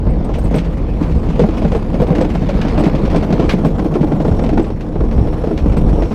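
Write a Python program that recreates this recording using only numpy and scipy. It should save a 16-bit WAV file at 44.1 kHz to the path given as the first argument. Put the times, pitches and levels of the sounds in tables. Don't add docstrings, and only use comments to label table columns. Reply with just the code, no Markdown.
import sys
import numpy as np
from scipy import signal
from scipy.fft import rfft, irfft
from scipy.io import wavfile
from scipy.ndimage import uniform_filter1d, minimum_filter1d

SR = 44100
rng = np.random.default_rng(int(sys.argv[2]) if len(sys.argv) > 2 else 0)


def to_wav(sig):
    pcm = np.clip(np.atleast_2d(sig), -1, 1) * 32767
    pcm = np.round(pcm).astype(np.int16)
    wavfile.write(sys.argv[1], SR, pcm.T)


N = 270973
T = np.arange(N) / SR

# (time [s], level [dB])
WIND_CURVE = [(0, -17), (0.4, -17), (0.85, -19), (1.3, -19), (1.95, -18.5), (2.13, -19), (2.3, -18.5),
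              (3.4, -18.5), (4.0, -22.5), (4.58, -16.5), (4.74, -24), (5.05, -17), (5.5, -19.5),
              (5.8, -13.5), (6.02, -16.5), (6.14, -23.5)]
# (middle [s], length [s], lift of the buffeting [dB])
WIND_GUSTS = [(0.074, 0.32, 4.5), (1.16, 0.14, 10.5), (4.32, 0.07, 9.5), (5.198, 0.17, 11),
              (5.698, 0.12, 5.5)]
# (frequency [Hz], relative density [dB])
PRESSURE_SPECTRUM = [(10, -44), (20, -11.5), (29, 3), (38, -2), (48, 0), (60, -20.5), (100, -28)]
BUFFET_SPECTRUM = [(35, -31.5), (54, 0), (75, -3), (110, -7), (200, -19), (600, -35), (2000, -96)]

# (frequency [Hz], width [Hz], gain [dB])
RACE_MODES = [(5480, 180, 9.5), (5850, 320, 1.5), (7730, 260, -1), (10240, 240, -6), (10770, 150, -7)]
TICK_MODES = [(10200, 130, 3), (10850, 130, 4), (11400, 160, -6)]
# (middle [s], length [s], lift [dB])
RACE_SWELLS = [(4.36, 0.32, 6), (4.85, 0.63, -6.5), (5.27, 0.44, 2), (6.05, 0.5, 7)]
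# (middle [s], length [s])
TICKING_SPELLS = [(3.95, 0.6), (4.3, 0.35), (5.45, 1.2)]

# (middle [s], length [s], level [dB], pitch [Hz])
WHEEL_RUBS = [(0.11, 0.085, -46, 2210), (0.357, 0.1, -42.5, 2810), (1.33, 0.35, -48, 2910)]
# (time [s], level [dB])
SCRUB_CURVE = [(1.9, -50), (2.15, -50), (2.45, -43.5), (2.65, -37), (2.9, -43.5), (3.2, -44.5), (3.45, -43),
               (3.65, -60)]
# (frequency [Hz], gain [dB])
SCRUB_SPECTRUM = [(700, -22.5), (1500, 2), (2300, 0.5), (3300, -6.5), (4900, -9.5), (6500, -28.5),
                  (12000, -46)]
SKID_SPECTRUM = [(400, -4), (1200, 12), (2300, 10), (3300, 7), (5000, -1), (7000, -28), (11000, -40),
                 (15000, -32)]
RATTLE_SPECTRUM = [(300, 5), (900, 5), (1600, 5.5), (2400, 6), (3500, -0.5), (5500, -6.5), (7500, -16),
                   (10000, -25.5), (15000, -32)]

# (time [s], relative level [dB], pitch [Hz], overtone against ring [dB])
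FITTING_SHAKES = [(0.10, -57, 8150, -16), (0.243, -51.5, 8250, -18), (0.384, -48, 8500, -9),
                  (0.437, -48, 8200, -15), (0.547, -43.5, 8300, -9), (0.572, -48, 8350, -15),
                  (1.752, -57, 8200, -14), (2.012, -52, 8400, -5), (2.072, -58, 8350, -14),
                  (2.209, -48, 7900, -14), (2.79, -45.5, 8130, -16), (3.158, -52, 8100, -16),
                  (3.651, -46.5, 8250, -5), (4.425, -56, 8100, -17), (4.622, -52.5, 7750, -20),
                  (5.769, -48.5, 8200, -10)]
# (frequency [Hz], width [Hz], gain [dB])
FITTING_MODES = [(7900, 150, 1), (8030, 100, 7), (8470, 150, -4)]
OVERTONE_MODES = [(12900, 260, 3), (13350, 350, -4)]
FRAME_MODES = [(2250, 55, -4.5), (2560, 100, -6.5), (4300, 130, -7), (5040, 60, -8), (6300, 550, -3.5),
               (10970, 180, 0)]
# (time [s], level [dB])
LOOSE_CLATTERS = [(0.245, -52), (0.301, -56), (0.339, -43), (0.584, -38.5), (0.646, -47.5), (1.026, -44),
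                  (1.116, -49), (1.355, -48), (1.508, -52), (1.539, -49), (1.578, -45.5), (1.679, -49),
                  (2.069, -48), (2.151, -39), (2.3, -43.5), (2.420, -51), (2.614, -37), (2.683, -40.5),
                  (2.856, -41.5), (2.950, -42.5), (3.051, -42.5), (3.100, -43.5), (3.159, -38),
                  (3.493, -32), (3.756, -56), (3.940, -43.5), (4.070, -54), (4.533, -48), (4.578, -45.5),
                  (4.642, -48), (4.808, -47), (5.111, -48.5), (5.576, -40), (5.624, -59), (5.678, -56),
                  (5.720, -48.5), (5.894, -50)]

# (time [s], tub rumble [dB], tread roar [dB], grit hiss [dB])
ROLLING_CURVES = [(0, -22, -27, -50), (0.2, -24, -26, -48), (0.42, -22, -25.5, -40.5),
                  (0.85, -24, -28, -44.5), (1.3, -20.5, -25, -40), (1.57, -22.5, -25, -39.5),
                  (1.83, -22, -26.5, -42.5), (2.15, -22, -17.5, -39.5), (2.36, -20.5, -27.5, -40.5),
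                  (2.77, -20.5, -21, -37.5), (3.2, -21.5, -22, -37.5), (3.42, -21.5, -18.5, -38.5),
                  (3.72, -19.5, -23, -41), (4.0, -18, -22, -42), (4.3, -19, -22, -41.5),
                  (4.58, -20, -21.5, -45), (4.77, -28.5, -31, -44.5), (4.93, -25.5, -27, -46),
                  (5.12, -22.5, -24, -42.5), (5.55, -24.5, -25.5, -43), (5.95, -19.5, -20, -40),
                  (6.14, -35, -27.5, -38.5)]
# (frequency [Hz], gain [dB])
RUMBLE_SPECTRUM = [(60, -34.5), (120, -9), (163, 4), (190, -2), (220, 3), (260, -5), (340, -18),
                   (800, -69.5)]
ROAR_SPECTRUM = [(150, -41.5), (250, -6.5), (305, 1.5), (370, -5.5), (440, -5), (500, -4), (570, -10),
                 (640, -11), (800, -14), (1000, -21.5), (1400, -34.5), (2200, -47), (5000, -75)]
HISS_SPECTRUM = [(400, -9.5), (1000, 13.5), (1700, 1.5), (2350, -2), (3300, -4.5), (5200, -13),
                 (7000, -21.5), (9000, -42), (15000, -67.5)]
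FIZZ_SPECTRUM = [(3000, -16), (7000, 4.5), (9000, 2), (11000, -2.5), (13000, -2), (15000, -9)]

# (time [s], tub boom [dB], shell knock [dB], wheel clack [dB], chassis rattle [dB], struck note [Hz])
TRACK_BUMPS = [(0.069, -27.5, -30, -38, -68, 285), (0.209, -27.5, -45, -38.5, -71, 506),
               (0.291, -37.5, -32, -33, -67, 283), (0.384, -45, -36, -42, -53, 493),
               (0.448, -25.5, -36, -48, -61, 483), (0.512, -24.5, -32.5, -59, -60, 480),
               (0.543, -23.5, -23.5, -39, -41, 295), (0.553, -40, -29, -39, -47, 475),
               (0.565, -24, -26, -36.5, -44, 319), (1.012, -27, -23.5, -42, -54.0, 290),
               (1.288, -23, -37, -54, -49, 283), (1.394, -24, -16, -29, -37, 468),
               (1.416, -16.5, -24, -39, -43.5, 400), (1.437, -18, -26, -28.5, -50, 400),
               (1.487, -34, -24.0, -38.5, -47, 314), (1.619, -32, -30, -34, -46, 336),
               (1.646, -19.5, -30, -28, -44.5, 446), (1.718, -35, -30.5, -32.5, -43.5, 486),
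               (1.749, -29, -22, -31, -44.5, 438), (1.942, -20, -32, -38, -47, 504),
               (2.001, -21.5, -26, -34, -46, 508), (2.018, -23, -20.5, -30, -45, 492),
               (2.104, -12.5, -25, -33, -46, 490), (2.183, -25, -23, -31, -44, 285),
               (2.208, -26, -22.5, -28.5, -39.5, 517), (2.247, -37.5, -24, -36, -45.5, 299.6),
               (2.418, -26, -30.5, -34, -53, 292), (2.35, -25.5, -33, -31.5, -43.5, 307),
               (2.489, -38, -26, -33, -40, 544), (2.543, -20.5, -30, -47, -50, 280),
               (2.65, -26, -31, -33, -46, 287), (2.777, -20.5, -23, -28, -41, 298),
               (2.8, -21, -22, -29, -47, 300), (2.837, -31, -21, -35, -37.5, 319),
               (2.864, -18.5, -22, -30, -48, 296), (2.94, -22, -25.5, -35, -55, 291),
               (3.034, -21, -39, -47, -64, 417), (3.145, -21.5, -27.5, -28, -45, 506),
               (3.163, -25, -22.5, -34, -49, 300), (3.227, -32, -37, -31.5, -43.5, 520),
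               (3.305, -21, -38, -49, -48, 470), (3.326, -18, -31, -31, -38.5, 380),
               (3.396, -18.5, -25, -30, -41, 331), (3.441, -30, -22, -47, -44.5, 323),
               (3.537, -15.5, -23, -35, -42.5, 306), (3.648, -14, -22, -22.5, -39.5, 280),
               (3.655, -33, -24.5, -38, -56, 454), (3.793, -30, -30, -34.5, -44.5, 325),
               (3.855, -40, -22, -41, -51, 310), (3.955, -37, -20.5, -31, -51, 347),
               (4.01, -17.5, -31, -49, -44.5, 296), (4.03, -25, -22.5, -30, -64, 318),
               (4.12, -21.5, -23, -32.5, -49, 279), (4.201, -26, -27.5, -30, -48, 314),
               (4.25, -31, -24.5, -34, -50, 298), (4.279, -25, -27, -36, -47, 394),
               (4.313, -32, -39, -33.5, -49, 357), (4.392, -45, -32, -34, -45.5, 422),
               (4.438, -36, -36, -31, -43.5, 320), (4.463, -30, -42, -52, -46, 328),
               (4.49, -31.0, -28.5, -31.5, -42, 420), (4.527, -30, -23, -44.0, -51, 320),
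               (4.574, -25, -23, -28.5, -49, 330), (4.596, -37, -18.5, -33.5, -45, 306),
               (4.703, -45, -31.5, -42, -52.5, 321), (4.957, -31, -29, -36.5, -67, 323),
               (5.006, -32, -26.5, -34.5, -57, 329), (5.038, -35, -29, -42, -62, 336),
               (5.18, -19.5, -27, -38, -52, 310), (5.272, -41, -33, -39, -53, 479),
               (5.327, -50, -35, -36.5, -57, 322), (5.438, -37, -26, -36, -51, 425),
               (5.472, -42, -26.5, -43, -52, 327), (5.51, -35, -22.5, -33.5, -54.5, 311),
               (5.66, -20, -29, -46, -56, 323), (5.767, -20.5, -28, -34.5, -44, 455),
               (5.929, -22, -25, -47, -63, 315), (5.98, -36.5, -28.5, -48, -67, 440),
               (6.022, -42, -23, -34, -43, 331), (6.11, -24.0, -31, -37, -53, 380)]
# (frequency [Hz], width [Hz], gain [dB])
TUB_MODES = [(162.6, 42, -2), (213.6, 18, -5)]
SHELL_MODES = [(299, 22, 3.5), (410, 36, 4), (506, 9.1, -17)]
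WHEEL_MODES = [(620, 102, 7.5), (779, 137, -3.5), (1038, 54, -7.5), (1323, 180, -11)]


def gain_of(db):
    return 10 ** (np.asarray(db) / 20)


def unit_rms(x):
    return x / np.sqrt(np.mean(x ** 2) + 1e-20)


def follow(rows, column=1):
    rows = np.asarray(rows)
    return gain_of(np.interp(T, rows[:, 0], rows[:, column]))


def swell(middle_s, length_s):
    return np.cos(np.pi * np.clip((T - middle_s) / length_s, -.5, .5)) ** 2


def add(mix, at_s, sound):
    part = mix[max(round(at_s * SR), 0):][:len(sound)]
    part += sound[:len(part)]


def colour(x, spectrum):
    size = 4096
    hz, db = np.transpose(spectrum)
    bin_hz = abs(np.fft.fftfreq(size, 1 / SR))
    log_gain = np.log(gain_of(np.interp(np.log(bin_hz + 1), np.log(hz), db)))
    taps = np.fft.ifft(np.exp(np.conj(signal.hilbert(log_gain)))).real
    return signal.fftconvolve(x, taps[:size // 2])[:len(x)]


def ring(force, modes):
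    return sum(gain_of(db) * signal.lfilter(*signal.iirpeak(hz, hz / width, SR), force)
               for hz, width, db in modes)


def through_frame(force, share):
    return unit_rms(force + share * ring(force, FRAME_MODES))


def waver(slow_hz, fast_hz):
    hz = np.fft.rfftfreq(N, 1 / SR) + 1e-3
    shape = 1 / np.sqrt(hz * (1 + (slow_hz / hz) ** 4) * (1 + (hz / fast_hz) ** 4))
    spectrum = rfft(rng.standard_normal(N)) * shape
    coarse_t = T[::32]
    motion = irfft(spectrum[:len(coarse_t) // 2 + 1], len(coarse_t))
    return unit_rms(np.interp(T, coarse_t, motion))


def grit(per_s, spread_db):
    size = gain_of(spread_db * np.minimum(rng.exponential(1, N), 4))
    return unit_rms(size * rng.choice([-1, 1], N) * (rng.random(N) < per_s / SR))


def patchy(hiss, depth_db, patch_hz, patch_s):
    spectra = signal.stft(hiss, nperseg=512)[2]
    bins, frames = max(round(patch_hz * 512 / SR), 1), max(round(patch_s * SR / 256), 1)
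    patches = uniform_filter1d(rng.standard_normal(spectra.shape), bins, axis=0)
    patches = unit_rms(uniform_filter1d(patches, frames, axis=1))
    return unit_rms(signal.istft(spectra * gain_of(depth_db * patches), nperseg=512)[1][:N])


def sing(hz, width_hz):
    turns = np.cumsum(hz * np.ones(N)) / SR
    noise = rng.standard_normal(N) + 1j * rng.standard_normal(N)
    wobble = signal.sosfilt(signal.butter(2, width_hz / 2, fs=SR, output="sos"), noise)
    return unit_rms((wobble * np.exp(2j * np.pi * turns)).real)


def chatter(t, rise_s, fall_s, contacts_per_s):
    contacts = rng.standard_normal(len(t)) * (rng.random(len(t)) < contacts_per_s / SR)
    return contacts * (1 - np.exp(-t / rise_s)) * np.exp(-t / fall_s)


def eddies(spectrum, hold_s):
    hz, db = np.transpose(spectrum)
    bin_hz = np.fft.rfftfreq(N, 1 / SR)
    shape = gain_of(np.interp(np.log(bin_hz + 1), np.log(hz), db, left=-90, right=-120))
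    swirl = np.fft.ifft(rfft(rng.standard_normal(N)) * shape, N)
    power = uniform_filter1d(abs(swirl) ** 2, size=max(round(hold_s * SR), 1), mode="wrap")
    return unit_rms(swirl.real / np.sqrt(power + .02 * power.mean()))


def wind(surge_db=2):
    gust_db = sum(db * swell(s, length) for s, length, db in WIND_GUSTS)
    pressure = gain_of(-0.7) * eddies(PRESSURE_SPECTRUM, hold_s=0.034)
    buffet = gain_of(-2 + gust_db) * eddies(BUFFET_SPECTRUM, hold_s=0.12)
    surge = gain_of(surge_db * waver(slow_hz=1.2, fast_hz=27))
    return follow(WIND_CURVE) * surge * (pressure + buffet)


def bearing_ticks(turns_per_s=50, spread_db=5.5):
    turns = np.cumsum(turns_per_s * (1 + 0.15 * waver(slow_hz=5, fast_hz=40))) / SR
    clicks = np.diff(np.floor(turns), prepend=0)
    metal = sum(ring(clicks * gain_of(spread_db * rng.standard_normal(N)), [mode])
                for mode in TICK_MODES)
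    spells = np.sqrt(sum(swell(s, length) for s, length in TICKING_SPELLS))
    return gain_of(-69) * spells * unit_rms(metal)


def bearing_song(bend_s=2, straight_s=4.5):
    drift = 1 + 0.003 * waver(slow_hz=0.615, fast_hz=1.72)
    races = sum(gain_of(db) * sing(hz * drift, width) for hz, width, db in RACE_MODES)
    level_db = np.interp(T, [bend_s, straight_s], [-68, -60.5])
    lift_db = sum(db * swell(s, length) for s, length, db in RACE_SWELLS)
    flutter = gain_of(2 * waver(slow_hz=11, fast_hz=60))
    return gain_of(level_db + lift_db) * unit_rms(races * flutter)


def wheel_rubs():
    return sum(gain_of(db) * swell(s, length) * sing(hz, width_hz=800)
               for s, length, db, hz in WHEEL_RUBS)


def tread_scrub(slips_per_s=110, slip_depth=0.7):
    cycles = np.cumsum(slips_per_s * (1 + 0.47 * waver(slow_hz=11.6, fast_hz=60))) / SR
    slips = grit(per_s=32000, spread_db=-1.7) * (1 + slip_depth * np.cos(2 * np.pi * cycles))
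    rasp = through_frame(colour(slips, SCRUB_SPECTRUM), share=0.4)
    return follow(SCRUB_CURVE) * patchy(rasp, depth_db=3.5, patch_hz=500, patch_s=0.076)


def wheel_skid(at_s=3.491, attack_s=0.002, hold_s=0.045, release_s=0.0075, ease_db_per_s=294):
    grinding = through_frame(colour(grit(per_s=14000, spread_db=-0.5), SKID_SPECTRUM), share=1.6)
    spray = through_frame(colour(grit(per_s=9000, spread_db=1.5), FIZZ_SPECTRUM), share=1.1)
    t = np.maximum(T - at_s, 0)
    slide = np.minimum(t / attack_s, 1) * np.exp(-np.maximum(t - hold_s, 0) / release_s)
    grind_db = -18.5 - ease_db_per_s * np.minimum(t, hold_s)
    return slide * (gain_of(grind_db) * grinding + gain_of(-47) * spray)


def fitting_jingles(trim_db=-8, wobble=0.011):
    out, t = np.zeros(N), np.arange(SR // 7) / SR
    for s, db, hz, overtone_db in FITTING_SHAKES:
        modes = np.array(FITTING_MODES) * [hz / FITTING_MODES[1][0], 1, 1]
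        contacts = chatter(t, rise_s=0.0034, fall_s=0.012, contacts_per_s=2800)
        metal = unit_rms(ring(contacts, modes) + 0.1 * contacts)
        metal += gain_of(overtone_db) * unit_rms(ring(contacts, OVERTONE_MODES))
        speed = 1 + wobble * np.sin(2 * np.pi * (rng.uniform(15, 35) * t + rng.random()))
        bent = np.interp(np.cumsum(speed), np.arange(len(t)), metal)
        add(out, s, gain_of(trim_db + db) * bent)
    return out


def stirred_fitting(shocks):
    metal = gain_of(-7.0) * ring(shocks, FITTING_MODES) * gain_of(2.6 * waver(slow_hz=4, fast_hz=15))
    return signal.sosfilt(signal.butter(2, 5000, "highpass", fs=SR, output="sos"), metal)


def rattle(t):
    contacts = unit_rms(chatter(t, rise_s=0.00017, fall_s=0.018, contacts_per_s=5000)) / np.sqrt(len(t))
    force = contacts + 0.15 * signal.unit_impulse(len(t))
    return through_frame(colour(force, RATTLE_SPECTRUM), share=0.38)


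def loose_parts():
    out, t = np.zeros(N), np.arange(SR // 7) / SR
    for s, db in LOOSE_CLATTERS:
        add(out, s, gain_of(db) * rattle(t))
    return out


def wheel_load(pits_per_s=24, relax_s=0.016):
    pits = (rng.random(N) < pits_per_s / SR).astype(float)
    jolts = np.tanh(signal.lfilter([1], [1, -np.exp(-1 / (relax_s * SR))], pits))
    return unit_rms(waver(slow_hz=12.5, fast_hz=70) + 0.6 * unit_rms(jolts - jolts.mean()))


def rolling(fizz_full_db=-41):
    load = wheel_load()

    def grains(spectrum, per_s, spread_db, load_db):
        return colour(grit(per_s, spread_db) * gain_of(load_db * load), spectrum)

    rumble = unit_rms(grains(RUMBLE_SPECTRUM, per_s=3500, spread_db=-1.0, load_db=1.26))
    roar = unit_rms(grains(ROAR_SPECTRUM, per_s=3500, spread_db=1.0, load_db=1.62))
    hiss = grains(HISS_SPECTRUM, per_s=20000, spread_db=1.8, load_db=2.4)
    hiss = patchy(through_frame(hiss, share=0.26), depth_db=2.0, patch_hz=700, patch_s=0.046)
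    fizz = grains(FIZZ_SPECTRUM, per_s=21000, spread_db=3.0, load_db=2.2)
    fizz = patchy(through_frame(fizz, share=0.78), depth_db=3.5, patch_hz=1000, patch_s=0.05)
    rumble_gain, roar_gain, hiss_gain = (follow(ROLLING_CURVES, column) for column in (1, 2, 3))
    fizz_gain = np.minimum(hiss_gain / gain_of(fizz_full_db), 1) ** 1.4
    body = rumble_gain * gain_of(0.5) * rumble + roar_gain * gain_of(0.68) * roar
    return body + hiss_gain * gain_of(2.5) * hiss + fizz_gain * gain_of(-59) * fizz


def struck_part(t, modes, band, settle):
    settling = unit_rms(chatter(t, rise_s=0.0013, fall_s=0.01, contacts_per_s=3500)) / np.sqrt(len(t))
    force = signal.unit_impulse(len(t)) * rng.choice([-1, 1]) + settle * settling
    return unit_rms(ring(ring(force, modes), [band]))


def hollow_ring(t, hz, rise_s, fall_s, sharp=0.085, sag_s=0.0074):
    turns = np.cumsum(hz * (1 + sharp * np.exp(-t / sag_s))) / SR
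    tone = np.sin(2 * np.pi * (turns + rng.random()))
    return unit_rms(tone * (1 - np.exp(-t / rise_s)) * np.exp(-t / fall_s))


def bumps(tub_hz=171.7, tub_full_db=-15.5, shell_full_db=-16.5):
    out, t = np.zeros(N), np.arange(SR // 7) / SR
    for s, boom_db, knock_db, clack_db, rattle_db, spot_hz in TRACK_BUMPS:
        boom = struck_part(t, TUB_MODES, band=(179.7, 84, 0), settle=0.52)
        tub_note = hollow_ring(t, tub_hz * rng.uniform(0.935, 1.03), rise_s=0.0054, fall_s=0.01)
        boom = unit_rms(boom + gain_of(1.5 + min(boom_db - tub_full_db, 0)) * tub_note)
        knock = struck_part(t, SHELL_MODES + [(spot_hz, 38, 5)], band=(spot_hz, 260, 0), settle=1.0)
        shell_note = hollow_ring(t, spot_hz, rise_s=0.0041, fall_s=0.014)
        knock = unit_rms(knock + gain_of(5.5 + min(knock_db - shell_full_db, 0)) * shell_note)
        clack = struck_part(t, WHEEL_MODES, band=(765, 480, 0), settle=4.4)
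        plastic = gain_of(boom_db) * boom + gain_of(knock_db) * knock
        add(out, s, plastic + gain_of(clack_db) * clack + gain_of(rattle_db) * rattle(t))
    return out


def scene():
    shocks = bumps() + loose_parts()
    fitting = stirred_fitting(shocks) + fitting_jingles()
    wheels = rolling() + tread_scrub() + wheel_skid() + wheel_rubs()
    bearings = bearing_song() + bearing_ticks()
    return (wind() + bearings + fitting + wheels + shocks)[None]


def record(dry, ceiling=0.92, cutoff_hz=15300):
    safe_gain = np.minimum(1, ceiling / (abs(dry[0]) + 1e-9))
    limited = dry * uniform_filter1d(minimum_filter1d(safe_gain, size=301), size=301)
    lowpass = signal.firwin(511, cutoff_hz, window=("kaiser", 9), fs=SR)
    return signal.oaconvolve(limited, lowpass[None], "same")


dry = scene()
out = record(dry)
to_wav(out)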